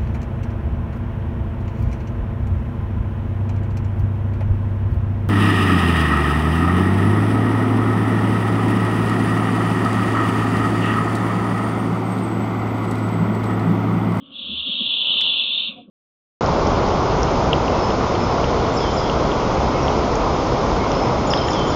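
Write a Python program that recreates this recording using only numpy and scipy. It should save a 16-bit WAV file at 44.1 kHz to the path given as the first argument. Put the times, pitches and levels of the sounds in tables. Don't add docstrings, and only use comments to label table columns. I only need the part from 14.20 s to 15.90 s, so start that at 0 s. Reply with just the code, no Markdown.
import sys
import numpy as np
from scipy.fft import rfft, irfft, next_fast_len
from scipy.io import wavfile
from scipy.ndimage import uniform_filter1d, map_coordinates

SR = 44100
rng = np.random.default_rng(int(sys.argv[2]) if len(sys.argv) > 2 else 0)


def log_audio(samples):
    frames = np.atleast_2d(samples).T
    limited = np.clip(frames, -1, 1)
    pcm = np.round(limited * 32767).astype(np.int16)
    wavfile.write(sys.argv[1], SR, pcm)


N = 74970

# time in seconds, effort in dB.
EFFORT = [(.1, -63.5), (.132, -40.5), (.21, -32), (.29, -30.5), (.385, -27), (.455, -27), (.54, -23.5),
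          (.63, -24), (.72, -20.5), (.79, -21), (.9, -18), (.99, -18), (1.1, -18.5), (1.2, -19.5),
          (1.3, -22.5), (1.41, -22), (1.49, -26), (1.535, -58), (1.6, -81)]
# frequency in Hz, relative strength in dB.
THROAT_OPENING = [(1950, -54), (2200, -35), (2400, -20.5), (2600, -13), (2800, -2), (3020, -6), (3200, 1.5),
                  (3420, -0.5), (3720, 0.5), (3980, -12.5), (4250, -16.5), (4450, -32), (4620, -46.5)]
THROAT_FULL = [(1950, -58), (2200, -35), (2400, -25), (2600, -13.5), (2780, -4), (3020, 5), (3220, -1),
               (3420, 2.5), (3720, -3), (3980, -11), (4250, -19.5), (4450, -31.5), (4620, -54.5)]
THROAT_CLOSING = [(1950, -45), (2200, -31.5), (2400, -18), (2600, -7.5), (2760, 2), (3020, -8.5),
                  (3220, -6.5), (3450, 4.5), (3720, 1.5), (3980, -7.5), (4250, -11.5), (4450, -31),
                  (4620, -55.5)]
RUSH_COLOUR = [(250, -4), (330, -4), (420, 1), (520, 3.5), (700, -0.5), (900, 2.5), (1130, 2), (1380, -4),
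               (1550, -14.5), (1950, -19.5)]
RUMBLE_COLOUR = [(15, -6.5), (35, -2), (120, 0.5), (300, 0.5), (500, -20.5)]
# time in seconds, pitch in Hz.
WHISTLE_PITCH = [(.2, 3418), (.4, 3448), (.5, 3430), (.55, 3304), (.67, 3432), (1.0, 3424), (1.25, 3475),
                 (1.5, 3530)]
# pitch in Hz, width in Hz, dB added to the effort.
THROAT_RINGS = [(2678, 18, -22), (2807, 18, -18), (3056, 30, -12), (3324, 22, -14), (3699, 22, -14),
                (3953, 20, -24), (4171, 35, -27)]

# time in seconds, level in dB.
LEAD_LEVEL = [(0, -54), (.07, -49.5), (.13, -49), (.25, -77.5)]
TRAIL_LEVEL = [(1.4, -77), (1.5, -33), (1.55, -44), (1.61, -51), (1.65, -62.5), (1.7, -87)]
# frequency in Hz, relative strength in dB.
LEAD_COLOUR = [(1950, -33), (2300, -20), (2550, -19.5), (2850, -1.5), (3100, 3), (3550, 0.5), (3750, -14),
               (4000, -25), (4300, -27.5), (4550, -40)]
TRAIL_COLOUR = [(1950, -37.5), (2150, -19), (2350, -5), (2650, 5), (3100, -3.5), (3520, 8), (3750, -2.5),
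                (4100, -10), (4300, -23), (4550, -38)]

# time in seconds, level in dB, half-length in seconds, pitch in Hz.
BUMPS = [(0.025, -36, 0.0039, 254.5), (0.103, -41, 0.0053, 240.7), (0.302, -31, 0.0075, 225),
         (0.315, -32, 0.0083, 215), (.335, -29, 0.0027, 240), (0.384, -40.5, 0.0027, 250.8),
         (0.477, -33.5, 0.0069, 271.3), (0.496, -28, .0045, 209), (0.549, -37, 0.0084, 219),
         (0.616, -27, 0.0058, 228), (0.653, -38.5, 0.0064, 244.9), (0.671, -43.5, 0.0094, 128.3),
         (0.902, -32.5, 0.0033, 220), (0.958, -33.5, 0.0034, 230.7), (1.497, -33.5, 0.0054, 212),
         (1.587, -47, 0.0035, 696), (1.692, -37, 0.0049, 204.2)]
# pitch in Hz, dB added to the bump, seconds to fade by 60 dB.
BOX_NOTES = [(229, -13.5, 0.11), (282.6, -17.5, 0.071), (502, -25, 0.047)]
# frequency in Hz, relative strength in dB.
SCUFF_COLOUR = [(60, -17.5), (170, -1), (300, 0.5), (420, -5.5), (560, -4), (750, -20), (1500, -49)]
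SCRAPE_COLOUR = [(80, -12.5), (200, 10), (350, -2), (600, -7.5), (800, -16.5), (1000, -7), (2000, -53.5)]
# pitch in Hz, width in Hz, relative level in dB.
SCRAPE_RINGS = [(520, 56, -1), (714, 30, -2.5)]

# frequency in Hz, relative strength in dB.
DRONE_COLOUR = [(20, -31.5), (50, -27.5), (80, -10.5), (110, -24), (160, -8), (205, 0.5), (270, -3.5),
                (350, -12.5), (500, -29)]
AIR_COLOUR = [(300, -6), (430, -14), (520, 7), (700, -6.5), (930, -11), (1130, 0), (1400, -7.5),
              (1700, -17), (1950, -32.5), (3500, -36.5), (4800, -57.5), (15000, -53)]
FIZZ_COLOUR = [(3500, 1), (4800, 3.5), (6500, -10.5), (11000, -20.5), (15500, -29.5)]
# pitch in Hz, width in Hz, level in dB.
DRONE_RINGS = [(235.4, 14, -57.5), (275.7, 8.7, -55.5)]
# time in seconds, level in dB.
AIR_LEVEL = [(0, -61.5), (.12, -56), (.3, -52.5), (.5, -51), (.75, -56), (1.3, -53), (1.53, -53),
             (1.62, -69.5), (1.7, -70.5)]

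OPENING_S, FULL_S, CLOSING_S = 0.32, 0.92, 1.37
RASP_DB, RASP_PER_S = 0.6, 130
RUSH_DB, RUSH_GROWS = -25.5, 2.24
OVERTONES_HZ, OVERTONE_DB = (7130, 7780, 8450), -74.5
BUMP_SCATTER_DB, BOX_ATTACK_S = 2, 0.0031
DROP_START_S, DROP_END_S, DROP_DB = 1.01, 1.013, -16
CLICK_HZ, CLICK_WIDTH_HZ = 4700, 2500
FIZZ_DB, FIZZ_FADE_S = -47.5, 0.27
TOP_HZ = 15750


def owl_hiss():
    t, effort_db = clock(), curve(EFFORT)
    peak_db = effort_db.max()
    from_peak_db = effort_db - peak_db
    opening = np.interp(t, [OPENING_S, FULL_S], [1, 0])
    closing = np.interp(t, [FULL_S, CLOSING_S], [0, 1])
    full = np.abs(1 - opening - closing)
    blend = (opening, THROAT_OPENING), (full, THROAT_FULL), (closing, THROAT_CLOSING)
    breath = sum(np.sqrt(share) * throat_noise(colour) for share, colour in blend)
    rings = ringing(THROAT_RINGS)
    whistle_db = -8 + np.minimum(-0.2 * from_peak_db, 4)
    whistle = amp(whistle_db) * narrow_noise(curve(WHISTLE_PITCH), width_hz=36)
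    rasp_db = RASP_DB * wobble(RASP_PER_S)
    rush_db = peak_db + RUSH_DB + RUSH_GROWS * from_peak_db
    rush = amp(rush_db + rasp_db) * noise(RUSH_COLOUR)
    rumble = amp(-49) * swell(at_s=1.04, width_s=0.061) * noise(RUMBLE_COLOUR)
    overtones = amp(OVERTONE_DB) * sum(narrow_noise(hz, width_hz=70) for hz in OVERTONES_HZ)
    voice = amp(-2) * breath + rings + whistle + overtones
    return amp(effort_db + rasp_db) * voice + rush + rumble


def throat_noise(colour):
    return unit(filtered(noise(colour), lambda hz: (hz > 1850) & (hz < 4640)))


def weak_hiss():
    lead = amp(curve(LEAD_LEVEL)) * throat_noise(LEAD_COLOUR)
    trail = amp(curve(TRAIL_LEVEL)) * throat_noise(TRAIL_COLOUR)
    return lead + trail


def shuffling():
    t, bumps = clock(), np.zeros(N)
    for at_s, db, half_s, hz in BUMPS:
        age = np.maximum(t - at_s, 0)
        thud = swell(at_s, half_s) * np.sin(2 * np.pi * (hz * t + rng.random()))
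        ring = np.zeros(N)
        for note_hz, note_db, fade_s in BOX_NOTES:
            ring_db = note_db + rng.normal(0, BUMP_SCATTER_DB) - 60 * age / fade_s
            ring += amp(ring_db) * np.sin(2 * np.pi * note_hz * age)
        attack = 1 - np.exp(-age / BOX_ATTACK_S)
        bumps += amp(db) * (thud + attack * ring)
    contact_power = sum((amp(db) * swell(at_s, width_s=0.012)) ** 2 for at_s, db, _, _ in BUMPS)
    scuffs = amp(-15) * np.sqrt(contact_power) * noise(SCUFF_COLOUR)
    boom = amp(-43.5) * swell(at_s=0.357, width_s=0.056) * np.sin(2 * np.pi * 78.5 * t)
    rubbing = noise(SCRAPE_COLOUR) + ringing(SCRAPE_RINGS)
    scrape = amp(-48) * swell(at_s=1.587, width_s=0.028) * rubbing
    return bumps + scuffs + boom + scrape


def background():
    drone_db = -52.5 + 2.5 * wobble(per_s=7.3)
    drone = amp(drone_db) * noise(DRONE_COLOUR) + ringing(DRONE_RINGS)
    air = noise(AIR_COLOUR) + amp(-9.5) * narrow_noise(hz=1108, width_hz=13)
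    return drone + amp(curve(AIR_LEVEL)) * air


def amp(db):
    return 10 ** (np.asarray(db) / 20)


def unit(x):
    return x / np.sqrt(np.mean(x ** 2) + 1e-20)


def clock():
    return np.arange(N) / SR


def curve(rows):
    return np.interp(clock(), *np.transpose(rows))


def swell(at_s, width_s):
    return np.exp(-((clock() - at_s) / width_s) ** 2 / 2)


def wobble(per_s):
    return map_coordinates(rng.standard_normal(N // 8), [clock() * per_s], mode="wrap")


def filtered(x, response):
    size = next_fast_len(N + SR // 4)
    return irfft(rfft(x, size) * response(np.fft.rfftfreq(size, 1 / SR)), size)[:N]


def noise(colour):
    row_hz, row_db = np.transpose(colour)

    def response(hz):
        return amp(np.interp(np.log(hz + 1), np.log(row_hz), row_db, right=-np.inf))
    return unit(filtered(rng.standard_normal(N), response))


def narrow_noise(hz, width_hz):
    phase = 2 * np.pi * np.cumsum(hz * np.ones(N)) / SR
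    return unit(wobble(2 * width_hz) * np.cos(phase) + wobble(2 * width_hz) * np.sin(phase))


def ringing(rows):
    return sum(amp(db) * narrow_noise(hz, width_hz) for hz, width_hz, db in rows)


def scene():
    return np.tile(owl_hiss() + weak_hiss() + shuffling() + background(), (2, 1))


def record(dry):
    t = clock()
    dropped = (t > DROP_START_S) & (t < DROP_END_S)
    gain = uniform_filter1d(np.where(dropped, amp(DROP_DB), 1.), size=8)
    edges = np.zeros(N)
    edges[round(DROP_START_S * SR)] = -1
    edges[round(DROP_END_S * SR)] = 1

    def click_colour(hz):
        damping = 1j * hz * CLICK_WIDTH_HZ
        return damping / (CLICK_HZ ** 2 - hz ** 2 + damping)
    clicks = amp(-14.5) * filtered(edges, click_colour)
    fizz_db = FIZZ_DB - 60 * np.abs(t - DROP_END_S) / FIZZ_FADE_S
    fizz = (t > DROP_START_S) * amp(fizz_db) * noise(FIZZ_COLOUR)
    return np.array([filtered(x * gain + clicks + fizz, lambda hz: hz < TOP_HZ) for x in dry])


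dry = scene()
out = record(dry)
log_audio(out)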